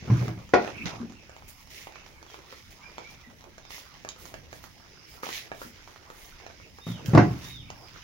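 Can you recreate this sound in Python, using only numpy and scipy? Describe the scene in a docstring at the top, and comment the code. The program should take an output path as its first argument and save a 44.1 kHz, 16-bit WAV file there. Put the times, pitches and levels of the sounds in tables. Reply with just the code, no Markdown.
"""A small room with a concrete floor: a wooden cabinet's drawer rumbles, cracks, slaps and is knocked
shut, its body drones on, a grass broom sweeps in short strokes, small hard things tap on floor and wood.
Birds call outside over a patchy outdoor wash and a low rumble, partly the cabinet ringing on after knocks;
a pair of phone microphones listens. Strokes, slides, wash and rumble are shaped noise; knocks and taps are
dying sines with bursts of noise; near birds are bending sines, far flocks are narrow bands of noise."""
import sys
import numpy as np
from scipy import signal
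from scipy.fft import rfft, irfft, next_fast_len
from scipy.io import wavfile
from scipy.ndimage import uniform_filter1d, map_coordinates

SR = 44100
rng = np.random.default_rng(int(sys.argv[2]) if len(sys.argv) > 2 else 0)


def linear_from_db(decibels):
    """Turn decibels (scalar or array-like) into linear amplitude factors; 0 gives 1."""
    return 10 ** (np.asarray(decibels, float) / 20)


def to_wav(sig):
    """Store sig (one row per channel, or 1-D mono) as 16-bit WAV at the path in sys.argv[1].

    Samples outside -1..1 are clipped; the rate is SR.
    """
    pcm = np.clip(np.atleast_2d(sig), -1, 1) * 32767
    pcm = np.round(pcm).astype(np.int16)
    wavfile.write(sys.argv[1], SR, pcm.T)  # frames by channels


N = 354160  # samples, about 8 s

# how long echoes last in the room: pitch_hz, time to fall 60 dB (t60_s)
ROOM_ECHO = [(80, 0.28), (200, 0.41), (1000, 0.21), (3000, 0.28), (10000, 0.085)]


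def unit(x):
    """Scales a sound to rms 1."""
    return x / np.sqrt(np.mean(x ** 2) + 1e-20)


def along(points, hz):
    """Reads a curve of (Hz, value) points on a log pitch axis."""
    f, v = np.transpose(points)
    return np.interp(np.log(hz + 1), np.log(f + 1), v)


def curves(rows):
    """Gives one value per sample for each column after the time."""
    s, *cols = np.transpose(rows)
    return [np.interp(np.arange(N) / SR, s, c) for c in cols]


def wobble(rate):
    """Draws a smooth random curve with this many knots a second."""
    knots = rng.standard_normal(int(N * rate / SR) + 4)
    return map_coordinates(knots, [np.arange(N) * rate / SR])


def filtered(x, response):
    """Multiplies the spectrum of x by a response that depends on frequency."""
    m = next_fast_len(x.shape[-1] + 8192)
    spectrum = rfft(x, m) * response(np.fft.rfftfreq(m, 1 / SR))
    return irfft(spectrum, m)[..., :x.shape[-1]]


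def rush(spectrum, patchy_db, grain_db=0):
    """Stereo noise with random patches of gain; grain_db spreads sample sizes into scratchy grains."""
    # how alike left and right are: pitch_hz, likeness (1 = the same, 0 = unrelated)
    likeness = [(60, 0.71), (180, 0.56), (550, 0.48), (1650, 0.012), (4970, -0.012), (15000, -0.0063)]
    grains = rng.standard_normal((2, N)) * linear_from_db(grain_db * wobble(900))
    z = signal.stft(grains, nperseg=512)[2]
    field = rng.standard_normal(z.shape[1:])
    field = uniform_filter1d(uniform_filter1d(field, size=6, axis=0), size=10, axis=1)
    pair = signal.istft(z * linear_from_db(patchy_db * unit(field)), nperseg=512)[1][:, :N]

    def middle_and_side(hz):
        turn = np.arccos(np.clip(along(likeness, hz), -1, 1)) / 2
        return linear_from_db(along(spectrum, hz)) * np.array([np.cos(turn), np.sin(turn)])

    mid, side = filtered(pair, middle_and_side)
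    return np.array([mid + side, mid - side]) / np.sqrt(np.mean(mid ** 2))


def echoes(x, t60s, wet_db, alike):
    """Adds a fresh noise tail per channel, each frequency dying at its own speed."""
    a, b = rng.standard_normal((2, x.shape[-1]))
    turn = np.arccos(np.clip(alike, 0, 1)) / 2
    noise = [np.cos(turn) * a + np.sin(turn) * b, np.cos(turn) * a - np.sin(turn) * b]
    hz, t, z = signal.stft(noise, SR, nperseg=256)
    decay = linear_from_db(-60 * t / along(t60s, hz)[:, None])
    tail = signal.istft(z * decay, SR, nperseg=256)[1]
    tail = linear_from_db(wet_db) * tail / np.linalg.norm(tail[0])
    late = np.pad(np.atleast_2d(x), ((0, 0), (130, 0)))  # the tail starts 3 ms late
    return x + signal.fftconvolve(late, tail, axes=1)[:, :x.shape[-1]]


def add(out, sound, s):
    """Mixes a stereo sound into out at time s, its last fifth faded."""
    part = out[:, round(s * SR):][:, :sound.shape[1]]
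    fade = np.minimum(1, 5 * np.linspace(1, 0, sound.shape[1]))
    part += (sound * fade)[:, :part.shape[1]]


def strokes(rows):
    """One gain curve per dB column: every row starts, swells, holds and dies away; powers add."""
    land_db, lift_db_per_s = 11, 178  # starts this far under its peak; dies away this fast
    t = np.arange(0, N + 32, 32) / SR
    s, swell, hold, *levels = np.transpose(rows)[:, :, None]
    u, swell = t - s, np.maximum(swell, .002)
    shape_db = -land_db * np.clip(1 - u / swell, 0, 1)
    shape_db = shape_db - lift_db_per_s * np.maximum(u - swell - hold, 0)
    shape_db = shape_db + 2500 * np.minimum(u, 0)  # steep rise just before the start
    gains = [np.sqrt(np.sum(linear_from_db(2 * (db + shape_db)), axis=0)) for db in levels]
    return [np.interp(np.arange(N) / SR, t, gain) for gain in gains]


def wash_and_rumble():
    """Shaped noise: outdoor wash through the door, and a low rumble, partly the cabinet ringing on."""
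    # colour of the outdoor wash: pitch_hz, relative level_db per Hz
    wash_colour = [(12, -26), (20, 23), (182, -11.5), (270, -6.5), (357, -11), (399, -23.5), (434, -13.5),
                   (802, -12.5), (873, 0.5), (1030, -13.5), (2530, -24.5), (3740, -54), (5850, -19.5),
                   (8180, -24.5), (16000, -24)]
    # swelling of the low rumble, partly the cabinet ringing on after knocks: time_s, level_db
    rumble_level = [(0, -48), (1.2, -56.5), (2.6, -59), (3.2, -55), (3.85, -60), (4.4, -51.5), (4.95, -59),
                    (5.4, -55.5), (6, -58.5), (6.8, -56.5), (7.65, -50.5), (8.03, -57)]
    wash = linear_from_db(-58.0 + 0.62 * wobble(3)) * rush(wash_colour, patchy_db=3.0)
    rumble_colour = [(15, -4.5), (35, -9.5), (60, 1.5), (110, -2.5), (300, -12.5), (450, -64.5)]
    rumble = rush(rumble_colour, patchy_db=-1.0)
    return wash + linear_from_db(curves(rumble_level)[0] + 0.5 * wobble(8)) * rumble


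def birds():
    """Whistled sines that ring on in the yard, and the blurred noise twitter of two far flocks."""
    # two long whistles that arch and fall, a list of points each: time_s, pitch_hz, level_db
    long_calls = [
        [(6.805, 3590, -57.5), (6.865, 3797, -47), (6.92, 3520, -53), (6.96, 2950, -53), (7.04, 2434, -68)],
        [(7.42, 3440, -55), (7.47, 3720, -53), (7.52, 3810, -49.5), (7.57, 3570, -50), (7.64, 2670, -59)],
    ]
    # short calls, one bend each: start_s, length_s, first_hz, middle_hz, last_hz, level_db
    short_calls = [(2.27, 0.044, 3650, 3190, 2980, -55), (2.809, 0.067, 2070, 2377, 2430, -48.5),
                   (2.82, .1, 5030, 5000, 4510, -66), (3.032, 0.063, 2140, 2343, 2370, -47.5),
                   (3.047, .045, 2930, 3070, 3160, -70), (3.23, 0.029, 2140, 1950, 1900, -52.5),
                   (3.385, .03, 2860, 2960, 2905, -75), (3.62, .06, 3730, 3740, 3470, -59),
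                   (5.065, 0.036, 2400, 2330, 2200, -60), (5.55, 0.053, 4200, 3830, 3500, -64),
                   (6.737, .06, 5050, 4970, 4900, -71), (6.95, 0.078, 4420, 4500, 4380, -73)]
    # levels of the two far flocks: time_s, high_flock_db, low_flock_db
    flock_levels = [(0, -68, -70), (.24, -79, -54.5), (.58, -64, -69.5), (.75, -83, -51.5),
                    (1.05, -77.5, -71.5), (1.7, -67, -65), (2.1, -84.5, -62), (2.6, -68, -70),
                    (3.05, -69, -67.5), (3.45, -89, -80), (3.7, -60, -74), (4.3, -79.5, -87),
                    (5.2, -63.5, -97), (6.1, -75, -90), (6.55, -69.5, -62), (7.2, -64, -72),
                    (7.7, -65.5, -65), (8.03, -63, -73)]
    # how long echoes last in the yard: pitch_hz, time to fall 60 dB (t60_s)
    yard_echo = [(2000, .36), (4000, 0.42)]
    out, t = np.zeros((2, N)), np.arange(int(.7 * SR)) / SR
    short = [[(s, a, db - 4.5), (s + d / 2, b, db), (s + d, c, db)] for s, d, a, b, c, db in short_calls]
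    for call in long_calls + short:
        s, hz, db = np.transpose(call)
        length_s = s[-1] - s[0]
        fade = np.clip(np.minimum(t, length_s - t) / .012, 0, 1)
        pitch = np.interp(t + s[0], s, hz)
        pitch = uniform_filter1d(pitch, size=int(length_s * SR / 6))  # bends smoothly
        loudness = linear_from_db(np.interp(t + s[0], s, db) + 1.4 * wobble(46.5)[:len(t)])
        note = fade * loudness * np.sin(2 * np.pi * np.cumsum(pitch) / SR)
        add(out, echoes(note, yard_echo, wet_db=3.0, alike=0.083), s[0])
    high_colour = [(4200, -52.5), (4750, -4.5), (5150, -0.5), (5700, -10), (6500, -33.5)]
    low_colour = [(1800, -50.5), (2200, 2.0), (2550, -0.5), (3150, -10.5), (3800, -50)]
    high = rush(high_colour, patchy_db=3.0)
    low = rush(low_colour, patchy_db=8.0)
    high_db, low_db = curves(flock_levels)
    return out + linear_from_db(high_db + 2.2 * wobble(7.9)) * high + linear_from_db(low_db + 3.1 * wobble(9)) * low


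def taps():
    """A woody ring of a few cycles, a bright edge and a fine tick; a near wall repeats them."""
    # small hard contacts: start_s, ring_db, ring_hz, bright_edge_db, left_over_right_db
    contacts = [(.225, -39, 664, -47, -2.5), (.28, -28.5, 670, -43, 0), (.491, -46, 535, -48, -6),
                (.388, -42, 600, -50, -2), (.646, -24, 700, -51, 0), (0.676, -25.5, 760, -55, -6),
                (.856, -41.5, 730, -48, 7), (1.294, -37.5, 680, -52, -1), (1.364, -38, 900, -51.5, -1),
                (1.422, -40.5, 940, -59, 1), (1.87, -31, 830, -58, -2), (1.957, -41.5, 1230, -68, -15),
                (2.227, -41.5, 990, -51, -5.5), (2.342, -34.5, 1040, -60, 0.5),
                (2.525, -35.5, 536, -52, -1.5), (2.981, -28, 960, -43.5, -2.5),
                (3.212, -67, 2440, -50.5, -3), (3.44, -42, 990, -49, -5), (3.58, -37, 653, -45.5, -3),
                (3.705, -38.5, 920, -42.5, -5), (3.78, -39.5, 1020, -60, -1), (4.048, -28, 695, -43.5, -1),
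                (4.088, -34.5, 2110, -28.5, 0.5), (4.117, -49, 2070, -47, -6.5), (4.161, -44, 519, -50, -1),
                (4.254, -42, 1870, -49, -18), (4.34, -29.5, 673, -40, -2.5), (4.528, -32, 690, -45, -4),
                (4.639, -41.5, 1300, -53, -15), (5.139, -49.5, 784, -52, -9), (5.232, -24, 517, -47, -0.5),
                (5.266, -27.5, 820, -51, 3), (5.289, -29, 457, -41, 0), (5.516, -23.5, 690, -49.5, -2),
                (5.616, -28.5, 566, -46, 2), (5.875, -40, 960, -52, -6), (5.96, -40.5, 1250, -74, -6),
                (6.101, -34.5, 547, -49, -2), (6.4, -45.5, 1010, -56, -7), (5.823, -53, 1000, -54, -3),
                (6.464, -31, 726, -45.5, -2), (6.5, -38, 650, -64, 0), (6.599, -41.5, 571, -65, 0),
                (6.785, -38, 483, -55, -1), (7.059, -56, 450, -36.5, -6.5), (7.094, -37, 807, -41, 1),
                (7.15, -16.5, 468, -30.5, 10), (7.37, -54, 2150, -55, 3), (7.702, -30, 840, -40, 1)]
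    out, t = np.zeros((2, N)), np.arange(SR // 3) / SR

    def band(lo_hz, hi_hz):
        return unit(filtered(rng.standard_normal(len(t)), lambda f: (f > lo_hz) * (f < hi_hz)))

    # 14 faint contacts at random times, with the same columns
    faint = [(0.92 + 3.4 * a, -43 - 6 * b, 1500 * 3 ** (c - .5), -48.5 - 8 * b, -8 * d)
             for a, b, c, d in rng.random((14, 4))]
    partials = ((1, 0.56), (1.55, -0.38), (2.4, 0.47), (3.3, 0.31))  # pitch ratio, size
    for s, db, ring_hz, edge_db, pan_db in contacts + faint:
        decay = linear_from_db(-60 * ring_hz * t / 11)  # 60 dB down after 11 cycles
        ring = decay * sum(g * np.sin(2 * np.pi * ring_hz * r * t) for r, g in partials)
        # the contact itself: one push and pull
        ring = ring + 0.99 * np.sin(2 * np.pi * 1100 * t) * (t < 1 / 1100)
        edge = linear_from_db(edge_db - 60 * t / 0.016) * band(1700, 7300)
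        tick = linear_from_db(edge_db - 14 - 60 * t / 0.0085) * band(7200, 15800)
        tap = linear_from_db(db) * ring + edge + tick
        tap = tap + 0.18 * np.roll(tap, round(.0078 * SR))  # near wall
        pair = echoes(tap, ROOM_ECHO, wet_db=-5.0, alike=.2) * linear_from_db([[pan_db / 2], [-pan_db / 2]])
        # most contacts lie 9 cm nearer the left microphone
        pair[1] = np.roll(pair[1], 11 if pan_db > -6 else 0)
        add(out, pair, s + .0009)
    return out


def broom_and_drawer():
    """Stalks scrape in grains, tips hiss, the bundle drags; the drawer scrapes, cracks, drags, rumbles."""
    # strokes of grass, cloth or sandal on concrete: start_s, swell_s, hold_s, scrape_db, tip_hiss_db
    sweep_rows = [(.06, 0.16, 0.063, -53, -57.5), (.81, 0.021, .04, -58, -61.5),
                  (1.478, 0.0047, .01, -78, -49.5), (1.55, .03, .05, -62, -61),
                  (1.7, 0.0069, 0.13, -52, -53), (2.06, .02, 0.028, -74, -66.5),
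                  (2.27, 0.068, .02, -55, -61.5), (2.42, 0.091, 0.073, -56.5, -62.5),
                  (2.7, 0.0078, 0.017, -62, -59.5), (3.098, 0.0027, 0.0091, -77, -59.5),
                  (3.695, .015, .075, -49, -50), (4.18, 0.013, .03, -57, -51.5),
                  (4.25, 0.0083, 0.03, -57, -53), (4.51, 0.025, 0.033, -58.5, -55.5),
                  (4.62, 0.014, 0.016, -58.5, -54.5), (5.07, 0.021, 0.077, -61, -56.5),
                  (5.225, .01, .06, -45.5, -48.5), (5.29, 0.04, 0.045, -41, -45.5),
                  (5.55, 0.064, 0.03, -54.5, -49), (5.86, 0.017, 0.042, -65, -64),
                  (6.09, .1, 0.091, -64.5, -54.5), (6.862, 0.0057, .03, -54, -52.5),
                  (7.055, .003, 0.003, -71, -46.5), (7.22, 0.088, .08, -68, -60.5),
                  (7.38, 0.064, 0.046, -49, -50.5), (7.86, 0.027, 0.19, -59, -67.5)]
    # the drawer slides and its contents shift; the very short row at .8555 s is a sharp crack:
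    # start_s, swell_s, hold_s, scrape_db, low_drag_db, rumble_db
    drawer_rows = [(.04, 0.089, 0.13, -53.5, -44, -41), (.58, 0.013, 0.11, -50.5, -43.5, -54.5),
                   (.72, 0.013, .12, -69, -49, -46), (.8555, 0.0013, 0.0046, -39, -40, -37),
                   (.88, 0.016, 0.024, -64, -47, -52.5), (.95, 0.011, 0.067, -71, -53, -53),
                   (6.88, 0.038, .12, -62, -54.5, -50.5), (7.05, 0.13, 0.051, -50, -39.5, -32.5),
                   (7.26, 0.038, 0.078, -61, -51, -48)]
    # colour of the scrape: pitch_hz, relative level_db per Hz
    scrape_colour = [(900, -55), (1500, -15.5), (1800, 0.5), (2100, 3.5), (2500, 1), (3300, -1.5),
                     (4500, -4), (6000, -4), (7100, -12), (8000, -42.5), (10000, -67)]
    # colour of the hissing fine tips: pitch_hz, relative level_db per Hz
    tip_colour = [(4350, -4), (7400, 0), (7760, -7.5), (8090, -6), (9100, -2), (10000, -2), (11300, 0),
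                  (13700, -2), (15200, -1.5), (15800, 5)]
    # colour of the low drag: pitch_hz, relative level_db per Hz
    drag_colour = [(200, -37.5), (330, 0), (600, -4.5), (1200, -5.5), (1650, -7), (2300, -36.5)]
    # cloth and feet never rest: a faint, slowly swinging floor under each layer
    scrape, tips, drag = [linear_from_db(db + 2.5 * wobble(5)) for db in (-61.5, -70.5, -61)]
    swept, hiss = strokes(sweep_rows)
    drawer_scrape, drawer_drag, boom = strokes(drawer_rows)
    scrape = np.hypot(scrape, np.hypot(swept, drawer_scrape))
    tips = np.hypot(tips, hiss)
    drag = np.hypot(drag, np.hypot(linear_from_db(-11) * swept, drawer_drag))  # bundle drags 11 dB under its scrape
    catch = linear_from_db(.9 * wobble(40))  # stalks catch and let go together
    scrape = scrape * catch * rush(scrape_colour, patchy_db=1.3, grain_db=2.6)
    tips = tips * catch * rush(tip_colour, patchy_db=2.0, grain_db=1.5)
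    drag = drag * linear_from_db(0.87 * wobble(30)) * rush(drag_colour, patchy_db=4.0, grain_db=2.5)
    boom_colour = [(30, -32), (70, -4.5), (130, -3.5), (300, -6.5), (450, -60)]
    boom = boom * rush(boom_colour, patchy_db=4.0)
    return scrape + tips + boom + drag


def knocks():
    """Each blow drives the panels nearest its pitch; the last row, at 7.42 s, is the cabinet droning on."""
    # blows on the cabinet, and in the last row its lingering drone: start_s, ring_peak_db before echoes,
    # best_driven_hz, share of free ring time, dullness (db lost per octave above the best-driven pitch)
    ring_rows = [(.024, -32.5, 123, 0.55, 14), (.078, -29, 159, 0.44, 9.5), (.1, -11.5, 126, 0.64, 17),
                 (.149, -20, 125, 0.21, 23.5), (.212, -23, 129, 0.39, 27), (.279, -26, 121, 0.65, 8.5),
                 (0.375, -32, 126, 0.25, 9.5), (.5369, -3.5, 240, 0.4, 1), (.799, -39, 228, 1.3, 23),
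                 (.856, -32, 168.4, .58, 3), (.93, -36, 118, 0.55, 8), (1.001, -29.5, 222, 0.56, 37),
                 (1.03, -29, 228, 0.25, 26), (1.1, -40, 228, 0.34, 14), (3.271, -46, 228, 0.44, 36),
                 (5.65, -39, 228, 0.23, 21), (6.867, -26, 161, 0.38, 12.5), (6.885, -26, 154, 0.84, 28),
                 (7.082, -19.5, 120, 0.36, 35), (7.134, -10.5, 149, 0.44, 13.5),
                 (7.148, -1.5, 156, 0.18, 12.5), (7.175, -1, 172, .3, 5.5), (7.199, -11, 104, 0.27, 10),
                 (7.29, -24, 89, .73, 17.5), (7.42, -38.5, 120, 5.7, 11)]
    # ways the cabinet panels ring: pitch_hz, level_db (weighted by 0.54 below), free t60_s
    panels = [(78, -20, 0.54), (120, 8.5, 0.27), (149, -2, 0.2), (173.6, -4.5, 0.29), (228, -1, 0.24),
              (283.8, -8.5, 0.39), (322.7, -1.5, 0.31), (375, -7.5, 0.31), (410, -18, 0.16),
              (471.5, -9, 0.12), (490, -7.5, 0.13), (566, -24, 0.067), (649, -3.5, 0.15), (717, 5.5, 0.36),
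              (753, -16, 0.21), (828, -12.5, 0.63), (893, 5, 0.14), (1006, -1.5, 0.15), (1000, -18, 0.14),
              (1318, -36, .16), (1444, 6.5, 0.11)]
    # colour of the clap of wood on wood: pitch_hz, relative level_db per Hz
    clap_colour = [(240, -21.5), (400, -3.5), (1360, -9.5), (1630, -17), (2090, -15.5), (3300, -33.5),
                   (3910, -32), (6090, -34), (9000, -62), (11700, -72), (19800, -120)]
    out, t = np.zeros((2, N)), np.arange(int(.7 * SR)) / SR
    hz, level_db, t60 = np.transpose(panels)[:, :, None]
    for s, db, best_hz, free, slope_db in ring_rows:
        octaves = np.log2(hz / best_hz)
        reach_db = np.where(octaves > 0, -slope_db * octaves, 22 * octaves)  # larger panels hardly move
        reach_db = reach_db + 0.54 * level_db + rng.normal(0, 2.6, hz.shape)
        # small panel lobes reach each microphone unlike: about one radian apart at 620 Hz
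        turn = [[[.5]], [[-.5]]] * rng.normal(0, 1, hz.shape) * hz / 620
        modes = linear_from_db(reach_db - 60 * t / (free * t60)) * np.sin(2 * np.pi * hz * t + turn)
        ring = np.sum(modes, axis=1)
        # a duller row builds up more slowly
        ring = ring * (1.0 - np.exp(-t * best_hz / (0.026 * max(slope_db, 1))))
        # panels radiate little below their pitch
        ring = filtered(ring, lambda f: (1j * f / (1j * f + 0.69 * best_hz)) ** 2)
        ring = linear_from_db(db) * ring / np.max(np.abs(ring))
        clap = unit(filtered(rng.standard_normal(len(t)), lambda f: linear_from_db(along(clap_colour, f))))
        clap_db = db - 3.5 - 0.88 * slope_db  # duller rows clap less
        clap = linear_from_db(clap_db - 60 * t / 0.06) * clap * (1 - np.exp(-t / 0.0014))
        ring = echoes(ring, ROOM_ECHO, wet_db=-5.5, alike=1.0)
        clap = echoes(clap, ROOM_ECHO, wet_db=-2.0, alike=0.053)
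        add(out, ring + clap, s)
    return out * linear_from_db([[.8], [-.8]])  # a little to the left


def scene():
    """Adds up everything that reaches the two microphones."""
    return wash_and_rumble() + birds() + taps() + broom_and_drawer() + knocks()


def top_cut(x):
    """Nothing passes above the cut-off."""
    return signal.sosfilt(signal.butter(12, 16970, fs=SR, output="sos"), x)


def record(dry):
    """The microphones differ in colour, round off loud peaks and lose deep bass and the top."""
    # difference in colour between the two microphones: pitch_hz, left_over_right_db
    port_colour = [(60, 1), (92, -3), (140, -2), (210, 0.5), (330, -4.5), (500, 2), (770, -1.5),
                   (1170, -2.5), (1790, -6), (2740, -2.5), (4190, -3), (6410, -10.5), (9810, 5),
                   (15000, -7.5)]

    def band(hz):
        return hz ** 2 / (hz ** 2 + 25 ** 2) * np.where(hz < 15850, 1, linear_from_db(-30))

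    x = filtered(dry, lambda hz: linear_from_db(along(port_colour, hz) * [[.5], [-.5]]))
    x = x / (1 + np.abs(x) ** 8) ** (1 / 8)  # soft limit at full scale
    return top_cut(filtered(x, band))


dry = scene()
out = record(dry)
to_wav(out)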